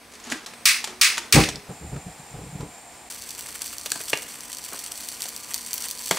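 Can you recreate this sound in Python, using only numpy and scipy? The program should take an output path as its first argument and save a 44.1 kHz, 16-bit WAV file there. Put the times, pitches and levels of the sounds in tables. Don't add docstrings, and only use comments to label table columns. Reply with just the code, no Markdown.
import sys
import numpy as np
from scipy import signal
from scipy.fft import rfft, irfft
from scipy.io import wavfile
from scipy.ndimage import uniform_filter1d

SR = 44100
rng = np.random.default_rng(int(sys.argv[2]) if len(sys.argv) > 2 else 0)


def voltage_ratio(decibels):
    exponent = np.asarray(decibels, float) / 20
    return 10 ** exponent


def store_wav(level_fs):
    pcm = np.round(np.clip(np.atleast_2d(level_fs), -1, 1) * 32767)
    wavfile.write(sys.argv[1], SR, pcm.T.astype(np.int16))


N = 272538

SCENE_CHANGES = [
    .457,
    3.095,
]
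VALVE_TURNS = [
    0.51,
    1.685,
]


def rms_one(x):
    return x / np.sqrt(np.mean(x ** 2) + 1e-20)


def in_time(rows, outside=None):
    s, *columns = np.transpose(rows)
    t = np.arange(N) / SR
    return [np.interp(t, s, column, outside, outside) for column in columns]


def at_hz(points, hz):
    points_hz, points_db = np.transpose(points)
    return np.interp(np.log(hz + 1), np.log(points_hz), points_db)


def colour(x, spectrum, size=4096):
    gain = voltage_ratio(at_hz(spectrum, np.fft.rfftfreq(size, 1 / SR)))
    cepstrum = irfft(np.log(gain), size)
    cepstrum[1:size // 2] *= 2
    cepstrum[size // 2 + 1:] = 0
    response = irfft(np.exp(rfft(cepstrum)), size)[:size // 2]
    response = response / np.sqrt(np.sum(response ** 2))
    return signal.oaconvolve(np.atleast_2d(x), response[None], axes=1)[:, :N]


def band(x, low_hz, high_hz):
    sos = signal.butter(2, [low_hz, high_hz], "band", fs=SR, output="sos")
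    return signal.sosfilt(sos, x + 1e-18)


def resonance(x, hz, width_hz):
    r = np.exp(-np.pi * width_hz / SR)
    top = np.array([1, 0, -1]) * (1 - r * r) / 2
    bottom = [1, -2 * r * np.cos(2 * np.pi * hz / SR), r * r]
    return signal.lfilter(top, bottom, x + 1e-18)


def drift(rate):
    knots = rng.standard_normal(2000)
    return np.interp(np.arange(N) / SR * rate, np.arange(2000), knots)


def wide(extra_db):
    # (pitch [Hz], level [dB])
    side_spectrum = [(60, -33), (110, -13), (200, -26), (380, -11.5), (700, -11.5), (1290, -11.5),
                     (2380, -13), (4400, -10), (8120, -14), (15000, -53)]
    mid, side = rng.standard_normal((2, N))
    gain = voltage_ratio(at_hz(side_spectrum, np.fft.rfftfreq(N, 1 / SR)) + extra_db)
    return mid + irfft(rfft(side) * gain, N) * [[1], [-1]]


def bursts(times, peak_db, length_ms, scatter, click=1):
    out, t = np.zeros(N + 2000), np.arange(2000) / SR
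    for s, db, noise in zip(times, peak_db, rng.standard_normal((len(times), 2000))):
        grain = scatter * noise * np.exp(-t * 1000 / length_ms)
        grain[0] = click
        start = round(s * SR)
        out[start:start + 2000] += voltage_ratio(db) * grain
    return out[:N]


def rings(times, rows):
    out, t = np.zeros(N + SR), np.arange(SR) / SR
    for s, (hz, db, rise_ms, t60) in zip(times, rows):
        swell = 1 - np.exp(-(t * 1000 / rise_ms) ** 2)
        start = round(s * SR)
        out[start:start + SR] += voltage_ratio(db - 60 * t / t60) * swell * np.sin(2 * np.pi * hz * t)
    return out[:N]


def swells(times, peak_db, rise, fall, floor_db=-120):
    late = np.arange(N) / SR - np.array(times)[:, None]
    ramps = np.array(peak_db)[:, None] + np.minimum(late * rise, -late * fall)
    return np.maximum(np.max(ramps, axis=0), floor_db)


def lighter():
    # (time [s], peak level [dB], level of the hollow ring [dB])
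    snaps = [
        (0.654, -8, -13),
        (1.0118, -8, -2),
        (1.3237, -7, -3),
    ]
    # (pitch [Hz], level [dB])
    snap_spectrum = [(500, -60), (850, -28.5), (1100, -13.5), (1500, -14.5), (2000, -8), (2600, -4),
                     (3100, -11), (4000, -7), (5500, -6), (7200, -10.5), (8600, -9), (10500, -14.5),
                     (13200, -22.5), (15600, -18), (17200, -36)]
    s, db, body_db = np.transpose(snaps)
    body = bursts(s + 0.000708, db + body_db + 3.0, 0.34, scatter=0.05)
    body = resonance(body, hz=1790, width_hz=1600)
    crack = bursts(s + 0.000695, db + 3.0, 0.7, scatter=0.04)
    return colour(crack + body, snap_spectrum)[0]


def flame():
    # (time [s], rumble level [dB])
    ignition = [
        (1.325, -52),
        (1.345, -20),
        (1.385, -9.5),
        (1.42, -25),
        (1.483, -37.5),
        (1.607, -49),
        (1.633, -102),
    ]
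    # (time [s], flap level [dB], pitch [Hz], gust level [dB])
    puffs = [(1.692, -27.5, 166, -33), (1.814, -31, 170, -39.5), (1.841, -30, 71.4, -37.5),
             (1.872, -31, 110, -41), (1.927, -19, 138, -31), (2.065, -25.5, 181, -37.5),
             (2.19, -60, 150, -48), (2.335, -36, 130, -35), (2.378, -30, 110, -35.5),
             (2.409, -38, 150, -37), (2.457, -36, 123, -43), (2.489, -30, 152, -54),
             (2.525, -29.5, 163, -49), (2.551, -26, 170, -39.5), (2.597, -27, 170, -35.5),
             (2.624, -26, 155, -32), (1.946, -36, 150, -34)]
    # (pitch [Hz], level [dB])
    rumble_spectrum = [(15, -59), (25, -43), (46, 2), (81, -14.5), (141, 4), (178, 1), (211, -5.5),
                       (257, -14), (400, -17), (520, -20), (880, -120)]
    # (pitch [Hz], width [Hz], level [dB])
    air_modes = [(76, 13, 9), (130, 22, -16), (295, 25, 7.5), (464, 116, 6), (745, 61, -1)]
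    whoomp_times = [1.335, 1.343, 1.36, 1.358, 1.365, 1.378, 1.345, 1.348, 1.342, 1.39, 1.333]
    # (pitch [Hz], level [dB], rise [ms], 60 dB decay [s])
    whoomp_modes = [(170, -10, 12, 0.088), (310.4, -2.5, 28, 0.24), (797, -12.5, 8.3, 0.2),
                    (151, 4, 9, 0.084), (76.2, -15, 44, 0.27), (486, -5.5, 7.7, 0.077), (36, -13, 20, 0.17),
                    (236, -1.5, 6, 0.047), (110, -6, 6, 0.075), (219, -23, 9, 0.28), (411, -15, 4.8, .1)]

    s, _, _, gust_db = np.transpose(puffs)
    clock = np.arange(N) / SR
    burning = (clock > VALVE_TURNS[1]) & (clock < SCENE_CHANGES[1])
    catch_db, = in_time(ignition, outside=-120)
    flutter_db = swells(s + 0.0098, gust_db, rise=600, fall=298, floor_db=-74)
    rumble_db = np.where(burning, flutter_db, catch_db)
    bright_flutter_db = -52 + 1.4 * (flutter_db + 40.0)
    bright_catch_db = -14 + 1.13 * (catch_db + 11.0)
    bright_db = np.where(burning, bright_flutter_db, bright_catch_db)
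    rumble = colour(wide(extra_db=-15.0), rumble_spectrum) * voltage_ratio(rumble_db - 3.0 + 4.0 * drift(60))
    surge = rms_one(band(wide(extra_db=0.0), 220, 1140)) * voltage_ratio(bright_db - 3.5 + 2.7 * drift(60))
    modes = sum(voltage_ratio(db) * resonance(rumble + surge, hz, width) for hz, width, db in air_modes)

    flaps, t = np.zeros(N), np.arange(SR // 20) / SR
    for s, db, hz, _ in puffs:
        start = round(s * SR)
        flap = np.sin(2 * np.pi * hz * t) * t * hz * np.exp(-t * hz * 1.0)
        flaps[start:start + len(t)] += voltage_ratio(db + 3.5) * flap

    lean = voltage_ratio(1.4 * (np.arange(N) < 1.6 * SR) * [[1], [-1]])
    boom = modes + rings(whoomp_times, whoomp_modes)
    deep = band(boom, 15, 260)
    return (surge + boom - deep) / lean ** 0.31 + (rumble + flaps + deep) * lean


def gas():
    # (pitch [Hz], width [Hz])
    jets = [(8600, 600), (7290, 300), (747, 250)]
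    # (level [dB]), then its change (slope [dB/s])
    seep_levels, seep_slopes = [-56.5, -90, -63], [-13, 6, 6]
    open_levels = [-55.5, -52, -51.5]
    turn_s = 0.028
    out, t = 0, np.arange(N) / SR
    cracked, opened = (np.clip((t - s) / turn_s + .5, 0, 1) for s in VALVE_TURNS)
    for (hz, width), seep_db, slope, open_db in zip(jets, seep_levels, seep_slopes, open_levels):
        seeping = cracked * (1 - opened) * voltage_ratio(seep_db + slope * (t - VALVE_TURNS[0]))
        flow = seeping + opened * (t < SCENE_CHANGES[1]) * voltage_ratio(open_db)
        whistle = resonance(resonance(wide(extra_db=-1.0), hz, width), hz, width)
        out = out + flow * voltage_ratio(0.8 * drift(25.93)) * rms_one(whistle)
    return out


def frying():
    # (time [s], fizz level [dB])
    vigour = [(3.1, -36.5), (3.15, -39.5), (3.28, -39.5), (4.02, -37), (4.24, -39), (4.42, -40),
              (4.89, -37), (5.28, -39), (5.42, -38.5), (5.56, -35.5), (5.69, -38.5), (5.85, -36.5),
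              (5.96, -37.5), (6.18, -33.5)]
    # (pitch [Hz], level [dB])
    fry_spectrum = [(530, -28), (900, 2.5), (1340, 1), (2830, 3), (3470, 0.5), (4520, -17.5), (5040, -7.5),
                    (7680, 1), (12600, -3.5), (14500, -2), (16000, -15.5)]
    # (pitch [Hz], width [Hz], level [dB])
    gaps = [(4450, 320, 4), (5750, 280, 2), (7560, 250, 1), (8310, 320, 7), (9720, 200, 4)]
    # (time [s], peak level [dB], level of the top [dB])
    first_bubbles = [(3.1021, -23.0, -17.0), (3.1234, -21.0, -13.0), (3.147, -25.0, -4.0), (3.2222, -20.0, -8.0),
                     (3.2391, -25.0, -12.0), (3.2907, -20.0, -7.0), (3.2942, -20.0, -8.0), (3.3063, -21.0, -18.0),
                     (3.3085, -23.0, -5.0), (3.3164, -23.0, -13.0), (3.3502, -23.0, -11.0), (3.3927, -20.0, -3.0),
                     (3.3976, -24.0, -7.0), (3.4091, -18.0, -7.0), (3.47, -21.0, -12.0), (3.5065, -25.0, -6.0),
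                     (3.5602, -23.0, -20.0), (3.5927, -23.0, -14.0), (3.6174, -23.0, -10.0),
                     (3.6196, -11.0, -7.0), (3.6226, -22.0, -6.0), (3.6429, -22.0, -15.0), (3.6451, -22.0, -5.0),
                     (3.6565, -24.0, -7.0), (3.6601, -18.0, -6.0), (3.6685, -18.0, -5.0), (3.674, -24.0, -11.0),
                     (3.6783, -21.0, -11.0), (3.6811, -25.0, -10.0), (3.729, -24.0, -2.0), (3.7357, -24.0, -9.0),
                     (3.7391, -24.0, -8.0), (3.7833, -15.0, -6.0), (3.7956, -24.0, -11.0), (3.8129, -20.0, -25.0),
                     (3.8599, -15.0, -10.0), (3.9037, -16.0, -6.0), (3.9189, -3.0, -16.0), (3.9206, -18.0, -21.0),
                     (3.9596, -21.0, -10.0), (3.9758, -24.0, -12.0), (3.9941, -24.0, -7.0), (4.0043, -21.0, -8.0),
                     (4.011, -22.0, -19.0), (4.0133, -24.0, -8.0), (4.0377, -23.0, -2.0), (4.0554, -24.0, -5.0),
                     (4.0835, -20.0, -12.0), (4.0967, -22.0, -10.0)]
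    # (time [s], peak level [dB], level of the top [dB])
    later_bubbles = [(4.0984, -13.0, -8.0), (4.1036, -19.0, -9.0), (4.1741, -14.0, -13.0), (4.222, -21.0, -5.0),
                     (4.2392, -26.0, -5.0), (4.4075, -19.0, -12.0), (4.5195, -20.0, -12.0),
                     (4.5296, -17.0, -13.0), (4.5346, -21.0, -18.0), (4.5487, -19.0, -9.0),
                     (4.5703, -19.0, -14.0), (4.5853, -18.0, -8.0), (4.6407, -18.0, -10.0), (4.6487, -21.0, -8.0),
                     (4.6545, -23.0, -12.0), (4.6896, -25.0, -4.0), (4.7315, -24.0, -6.0), (4.7462, -21.0, -11.0),
                     (4.7619, -25.0, -10.0), (4.7913, -18.0, -6.0), (4.8391, -22.0, -12.0),
                     (4.8631, -19.0, -18.0), (4.9182, -20.0, -11.0), (4.9205, -20.0, -10.0),
                     (4.9573, -22.0, -9.0), (4.9765, -22.0, -3.0), (5.0042, -22.0, -6.0), (5.008, -21.0, -3.0),
                     (5.0163, -25.0, -9.0), (5.0479, -23.0, -6.0), (5.0743, -23.0, -5.0), (5.0875, -13.0, -8.0),
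                     (5.1188, -25.0, -5.0), (5.1241, -20.0, -12.0), (5.2052, -23.0, -10.0), (5.2207, -10.0, -5.0),
                     (5.2271, -22.0, -14.0), (5.2379, -23.0, -10.0), (5.2401, -24.0, -6.0),
                     (5.2551, -23.0, -19.0), (5.2574, -19.0, -13.0), (5.2655, -21.0, -10.0),
                     (5.2859, -19.0, -12.0), (5.2881, -23.0, -10.0), (5.2909, -17.0, -5.0), (5.3639, -15.0, -8.0),
                     (5.3774, -22.0, -5.0), (5.4463, -22.0, -21.0), (5.5229, -24.0, -12.0)]
    # (time [s], peak level [dB], level of the top [dB])
    last_bubbles = [(5.537, -17.0, -5.0), (5.5434, -5.0, -6.0), (5.5798, -19.0, -6.0), (5.61, -24.0, -9.0),
                    (5.6161, -24.0, -13.0), (5.6632, -18.0, -12.0), (5.6834, -23.0, -14.0),
                    (5.7092, -21.0, -11.0), (5.7129, -23.0, -11.0), (5.732, -9.0, -9.0), (5.7409, -15.0, 6.0),
                    (5.7455, -21.0, -6.0), (5.7592, -24.0, 1.0), (5.7654, -22.0, -21.0), (5.7791, -17.0, -5.0),
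                    (5.7812, -18.0, -9.0), (5.8051, -20.0, -5.0), (5.8081, -24.0, -5.0), (5.8101, -21.0, -5.0),
                    (5.8197, -24.0, -10.0), (5.8229, -18.0, -7.0), (5.8405, -19.0, -8.0),
                    (5.8428, -19.0, -12.0), (5.8523, -20.0, -9.0), (5.8854, -16.0, -4.0), (5.887, -21.0, -11.0),
                    (5.8915, -23.0, -8.0), (5.9032, -20.0, -8.0), (5.9116, -11.0, -7.0), (5.9517, -23.0, -11.0),
                    (5.9757, -22.0, -8.0), (5.9855, -21.0, -9.0), (5.9907, -22.0, -15.0), (5.9934, -20.0, -5.0),
                    (6.0224, -22.0, -4.0), (6.04, -24.0, -10.0), (6.0436, -21.0, -10.0), (6.0584, -17.0, -6.0),
                    (6.062, -14.0, -9.0), (6.0723, -20.0, -9.0), (6.0815, -16.0, -14.0), (6.0899, -19.0, -3.0),
                    (6.0938, -17.0, -6.0), (6.0983, -21.0, -11.0), (6.1108, -7.0, -12.0), (6.1117, -4.0, -8.0),
                    (6.1489, -19.0, -6.0), (6.1643, -23.0, -24.0), (6.1728, -23.0, -14.0),
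                    (6.1779, -23.0, -10.0)]

    fizz_db, = in_time(vigour, outside=-120)
    per_s = 1300 * voltage_ratio(5.6 * drift(90))
    sizes = voltage_ratio(9.9 * np.minimum(rng.exponential(1, N), 2.3))
    grains = rms_one(sizes * (rng.random(N) < per_s / SR)) * voltage_ratio(fizz_db - 11.0)

    s, db, top_db = np.transpose(first_bubbles + later_bubbles + last_bubbles)
    main = bursts(s, db + .6, 0.6, scatter=0.09) + grains
    top = bursts(s, db + top_db + 1.5, 0.4, scatter=.12) + voltage_ratio(-12) * grains
    pops = bubble_rings(s, db - 11) + spike(main, 3300, 11000)
    pops += spike(top, 11000, 16500)
    lag = round(.66 * SR / 1000)
    pops[lag:] += voltage_ratio(-12.5) * pops[:-lag]

    bubble_steam = bursts(s + .0004, db - 17, 1.8, scatter=0.6, click=0)
    sputter = band(bubble_steam + steam(), 2900, 15000)
    fizz = wide(extra_db=-6.0) * voltage_ratio(fizz_db - 9.5 + 6.0 * drift(160))
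    toned = colour(np.vstack([sputter, fizz]), fry_spectrum)
    rung = toned + voltage_ratio(-9.0) * pops * [[1], [0], [0]]
    toned = toned + sum(voltage_ratio(level_db) * resonance(rung, hz, width) for hz, width, level_db in gaps)
    spread = voltage_ratio(-16.5) * drift(150) * pops * [[1], [-1]]
    return toned[0] + pops, toned[1:] + spread


def bubble_rings(times, peak_db):
    pitch_range = [6500, 9300]
    low_hz, high_hz = pitch_range
    life_cycles = 2.2
    out, t = np.zeros(N + 200), np.arange(200) / SR
    for s, db, share in zip(times, peak_db, rng.random(len(times))):
        hz = low_hz * (high_hz / low_hz) ** share
        start = round(s * SR)
        out[start:start + 200] += voltage_ratio(db) * np.sin(2 * np.pi * hz * t) * np.exp(-t * hz / life_cycles)
    return out[:N]


def spike(x, low_hz, high_hz):
    sos = signal.butter(2, [low_hz, high_hz], "band", fs=SR, output="sos")
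    height = signal.sosfiltfilt(sos, np.eye(201)[100]).max()
    return signal.sosfiltfilt(sos, x + 1e-18) / height


def steam():
    # (time [s], rms level [dB], length [ms])
    sputters = [(3.305, -30, 3.3), (3.3846, -33, 3.0), (3.6173, -22.5, 3), (3.6598, -28, 3.0),
                (3.8595, -27, 3.1), (3.9165, -18, 2.8), (3.9562, -36, 4.1), (4.0112, -28, 2.5),
                (4.08, -29, 3.1), (4.099, -23.5, 5.4), (4.173, -32, 2.4), (4.4326, -32, 2.4),
                (4.5152, -34, 5), (4.5282, -26, 3.0), (4.647, -32.0, 4.5), (4.7315, -25.5, 3),
                (4.7912, -29, 2.6), (4.839, -28, 2.9), (4.861, -33.0, 2.9), (4.917, -25.5, 3.5),
                (4.976, -32, 3.6), (5.087, -26, 2.4), (5.205, -29, 3.5), (5.219, -29, 1.8),
                (5.2253, -26, 4.2), (5.2377, -25, 2.2), (5.257, -37, 2.2), (5.2859, -32.0, 3.1),
                (5.3624, -35, 2.5), (5.5058, -28, 2.6), (5.5447, -29, 2.5), (5.6149, -36, 4.1),
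                (5.662, -32.5, 11), (5.7297, -24, 3.4), (5.7416, -29, 2.2), (5.778, -28, 3.5),
                (5.8095, -37, 2.6), (5.8213, -28, 3.2), (5.8453, -30, 2.5), (5.886, -37, 3.0),
                (5.8994, -29.5, 3.7), (5.9107, -37, 2.5), (6.06, -39, 2.5), (6.0887, -28, 2.0)]
    level, ms = np.zeros(N + SR), np.arange(2000) * 1000 / SR
    for s, db, length_ms in sputters:
        rise_db, fall_db = 17 * (ms - 1), -11.5 * (ms - length_ms)
        shape_db = np.minimum(0, np.minimum(rise_db, fall_db))
        start = round(s * SR) + 25
        level[start:start + 2000] += voltage_ratio(db - 4 + shape_db)
    return level[:N] * rng.standard_normal(N)


def knocks():
    # (time [s], peak level [dB])
    finger_taps = [(0.101, -44), (0.117, -38), (0.122, -37), (0.136, -32), (0.143, -36), (0.152, -30),
                   (0.199, -34), (0.239, -33), (0.249, -30), (0.3, -21), (0.31, -27)]
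    # (time [s], thud [dB], clack [dB], tick [dB], clack pitch [Hz])
    iron_knocks = [(0.269, -57, -48, -27, 886), (0.315, -42, -23, -17, 1440),
                   (0.3212, -39, -7, -12.5, 1500), (0.461, -64, -27, -18.5, 1050),
                   (0.535, -51, -28, -29, 1760), (0.841, -52, -17, -8.5, 1630),
                   (0.873, -42.5, -29, -19, 2220), (0.923, -45, -36, -47, 925),
                   (1.172, -43.5, -17, -18, 2900), (1.179, -42.5, -8.5, -7.5, 1620),
                   (1.437, -39, -6, -14, 2730), (1.487, -37.5, -25, -10, 1680),
                   (1.557, -63, -22, -35, 4700), (1.667, -69, -46, -40, 5000),
                   (1.962, -42.5, -34.5, -35, 1630), (2.606, -44, -41, -28.5, 859),
                   (3.859, -44, -29, -13.5, 1500), (3.918, -48, -15, -37, 1570),
                   (3.956, -41.5, -29, -28, 920), (4.004, -45.5, -28.5, -19.5, 1270),
                   (4.131, -30.5, -4.5, -10, 2190), (4.7235, -46, -24, -37, 1090),
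                   (4.731, -44, -26, -48, 1010), (4.74, -45.5, -24, -50, 950),
                   (5.254, -46.5, -28, -24, 990), (6.1099, -25.5, -13, -7, 990),
                   (6.171, -43, -14, -14, 1010)]
    ring_times = [.265, .322, .35, .84, .875, 1.18, 1.19, 1.49, 4.1315, 6.11, 6.111, 4.1315, 4.1315, .316,
                  .24, .462, 6.111, 6.111, 6.111, 4.1315, 4.1315, 6.111, 1.015, 1.327]
    # (pitch [Hz], level [dB], rise [ms], 60 dB decay [s])
    ring_modes = [(237, -30.5, 9.8, 0.11), (250, -26, 2.2, 0.098), (320, -26, 5.1, 0.069),
                  (880, -20.5, 2.4, 0.027), (367, -38.5, 10, 0.44), (915, -22.5, 3.2, 0.046),
                  (346, -33, 11, 0.14), (410, -41, 12, 0.8), (511, -12.5, 1.3, 0.023),
                  (177, -21.5, 6, 0.11), (2160, -11, 0.3, 0.011), (2780, -8.5, 1.5, 0.033),
                  (2450, -17, 0.52, 0.02), (7040, -19.5, 1, 0.023), (6800, -27, 1.2, 0.02),
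                  (5400, -27, 2.5, 0.033), (3340, -10.5, 0.96, 0.019), (530, -16.5, 1.4, 0.022),
                  (277, -31, 3, .1), (161, -29, 2.1, 0.088), (1370, -30, 1.1, 0.017), (1500, -19, .8, .03),
                  (2450, -24, 25, 0.11), (2300, -18, 22, 0.12)]

    taps = [(s, db - 27, db - 7, db, 6550) for s, db in finger_taps]
    s, thud_db, clack_db, tick_db, clack_hz = np.transpose(sorted(taps + iron_knocks))
    s = s + 0.00067
    thud = band(bursts(s, thud_db + 33.0, 7.2, scatter=0.28), 210, 1230)
    tick = bursts(s, tick_db + 1.5, 7.1, scatter=0.41, click=0.49)
    tick = band(band(tick, 1600, 7800), 1330, 15500)
    blows = bursts(s, clack_db + 19.5, 3.5, scatter=0.13, click=0.9)
    clack = np.zeros(N)
    starts = np.round(s * SR).astype(int)
    for start, end, hz in zip(starts, [*starts[1:], N], clack_hz):
        once = resonance(blows[start:end], hz, 0.65 * hz)
        clack[start:end] = resonance(once, hz, 0.75 * hz)
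    return thud + clack + tick + rings(ring_times, ring_modes)


def shivers():
    # (time [s], rms level [dB], low pitch [Hz], high pitch [Hz], 60 dB decay [s])
    loose_parts = [
        (4.133, -35, 1700, 3100, .22),
        (6.112, -30, 250, 3600, .2),
        (0.323, -37, 900, 3300, .3),
    ]
    out, t = 0, np.arange(N) / SR
    for s, db, low_hz, high_hz, t60 in loose_parts:
        level_db = db - 60 * np.maximum(t - s, 0) / t60 + 3.0 * drift(200)
        rattle = rms_one(band(wide(extra_db=-8.0), low_hz, high_hz))
        out = out + (t > s) * voltage_ratio(level_db) * rattle
    return out


def rustle():
    # (time [s], peak level [dB])
    moves = [(0.31, -27), (0.345, -26), (0.475, -30), (0.68, -51), (0.898, -29.5), (1.13, -31.5),
             (1.25, -30.5)]
    # (pitch [Hz], level [dB])
    rub_spectrum = [(120, -17), (200, -0.5), (227, -12.5), (440, 0), (519, -15), (836, -2), (916, -3.5),
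                    (6760, -12), (11500, -21), (16000, -49)]
    level_db = swells(*np.transpose(moves), rise=115, fall=140)
    return colour(wide(extra_db=1.5), rub_spectrum) * voltage_ratio(level_db - 12.0 + 0.57 * drift(53.5))


def air():
    # (pitch [Hz], level [dB])
    fan_tones = [(236.9, -59.5), (296.1, -66.5), (468.3, -66.5), (710.6, -66), (1007, -63), (1184, -66.5)]
    # (pitch [Hz], level [dB])
    room_spectrum = [(15, -42), (25, -1), (229, -1.5), (427, -1.5), (818, -1.5), (1290, -4.5), (2410, -2),
                     (2840, -7.5), (5000, -9), (6740, -10), (7310, -19), (7920, -5.5), (8590, -12),
                     (9320, -10.5), (16000, -21.5)]
    room_shot_db, fan_shot_db = [-4, -2.5, -2], [0.5, 0.5, 4]
    t = np.arange(N) / SR
    shot = np.searchsorted(SCENE_CHANGES, t)
    hum = 0
    for hz, db in fan_tones:
        steady = 1.01 * np.sin(2 * np.pi * hz * t)
        unsteady = 0.52 * rms_one(resonance(wide(extra_db=12.0), hz, 0.5))
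        hum = hum + voltage_ratio(db) * (steady + unsteady)
    room = band(colour(wide(extra_db=1.5), room_spectrum), 42, 20000)
    room = room + voltage_ratio(2.5) * resonance(room, 61.0, 6.1)
    room_db = -45 + np.array(room_shot_db)[shot] + .6 * drift(20)
    return room * voltage_ratio(room_db) + hum * voltage_ratio(np.array(fan_shot_db)[shot])


def kitchen(x):
    # (pitch [Hz], 60 dB decay [s])
    decay_times = [(125, 0.17), (500, 0.38), (2000, 0.36), (6000, 0.34), (15000, 0.28)]
    fill_s = 0.0025
    t = np.arange(SR // 2) / SR
    noise, hz = rfft(wide(extra_db=1.5)[:, :len(t)]), np.fft.rfftfreq(len(t), 1 / SR)
    tail, edges = 0, 60 * 2 ** np.arange(0, 8.6, 1 / 3)
    for low, high in zip(edges, edges[1:]):
        piece = irfft(noise * (hz >= low) * (hz < high), len(t))
        decay = voltage_ratio(-60 * t / at_hz(decay_times, np.sqrt(low * high)))
        fill = 1 - np.exp(-t / fill_s * max(low / 2500, 1) ** 4)
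        tail = tail + piece * decay * fill
    tail = tail * voltage_ratio(1.5 * drift(297.6)[:len(t)])
    tail = tail / np.sqrt(np.mean(np.sum(tail ** 2, axis=1)))
    return signal.oaconvolve(x[None], tail, axes=1)[:, :N]


def scene():
    crack, hits, (spit, fizz) = lighter(), knocks(), frying()
    wet = kitchen(voltage_ratio(26.5) * crack + voltage_ratio(-9.5) * hits + voltage_ratio(-8.0) * spit)
    return crack + hits + spit + wet + fizz + shivers() + rustle() + flame() + gas() + air()


def band_limit(x):
    return signal.sosfilt(signal.butter(12, 17000, fs=SR, output="sos"), x)


def record(dry):
    t = np.arange(N) / SR
    power = np.mean(band(dry, 260, 18000) ** 2, axis=0)
    power = signal.lfilter([.004], [1, -.996], power)
    over_db = np.maximum(10 * np.log10(power + 1e-12) + 13, 0)
    limited = dry * voltage_ratio(-.9 * over_db)
    fade_s = .006
    for s in SCENE_CHANGES:
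        limited = limited * np.clip(np.abs(t - s) / fade_s, .15, 1)
    limited = 1.05 * np.tanh(limited / 1.05)
    low_pass = signal.ellip(12, .2, 60, 15750, fs=SR, output="sos")
    low = signal.sosfiltfilt(low_pass, limited)
    top_pass = signal.ellip(8, .2, 60, 16900, fs=SR, output="sos")
    top = signal.sosfiltfilt(top_pass, limited - low)
    near = uniform_filter1d(1. * (np.abs(top[0]) > .045), size=300) > .002
    sharp = uniform_filter1d(near, size=60, output=float)
    return band_limit(low + sharp * top)


dry = scene()
out = record(dry)
store_wav(out)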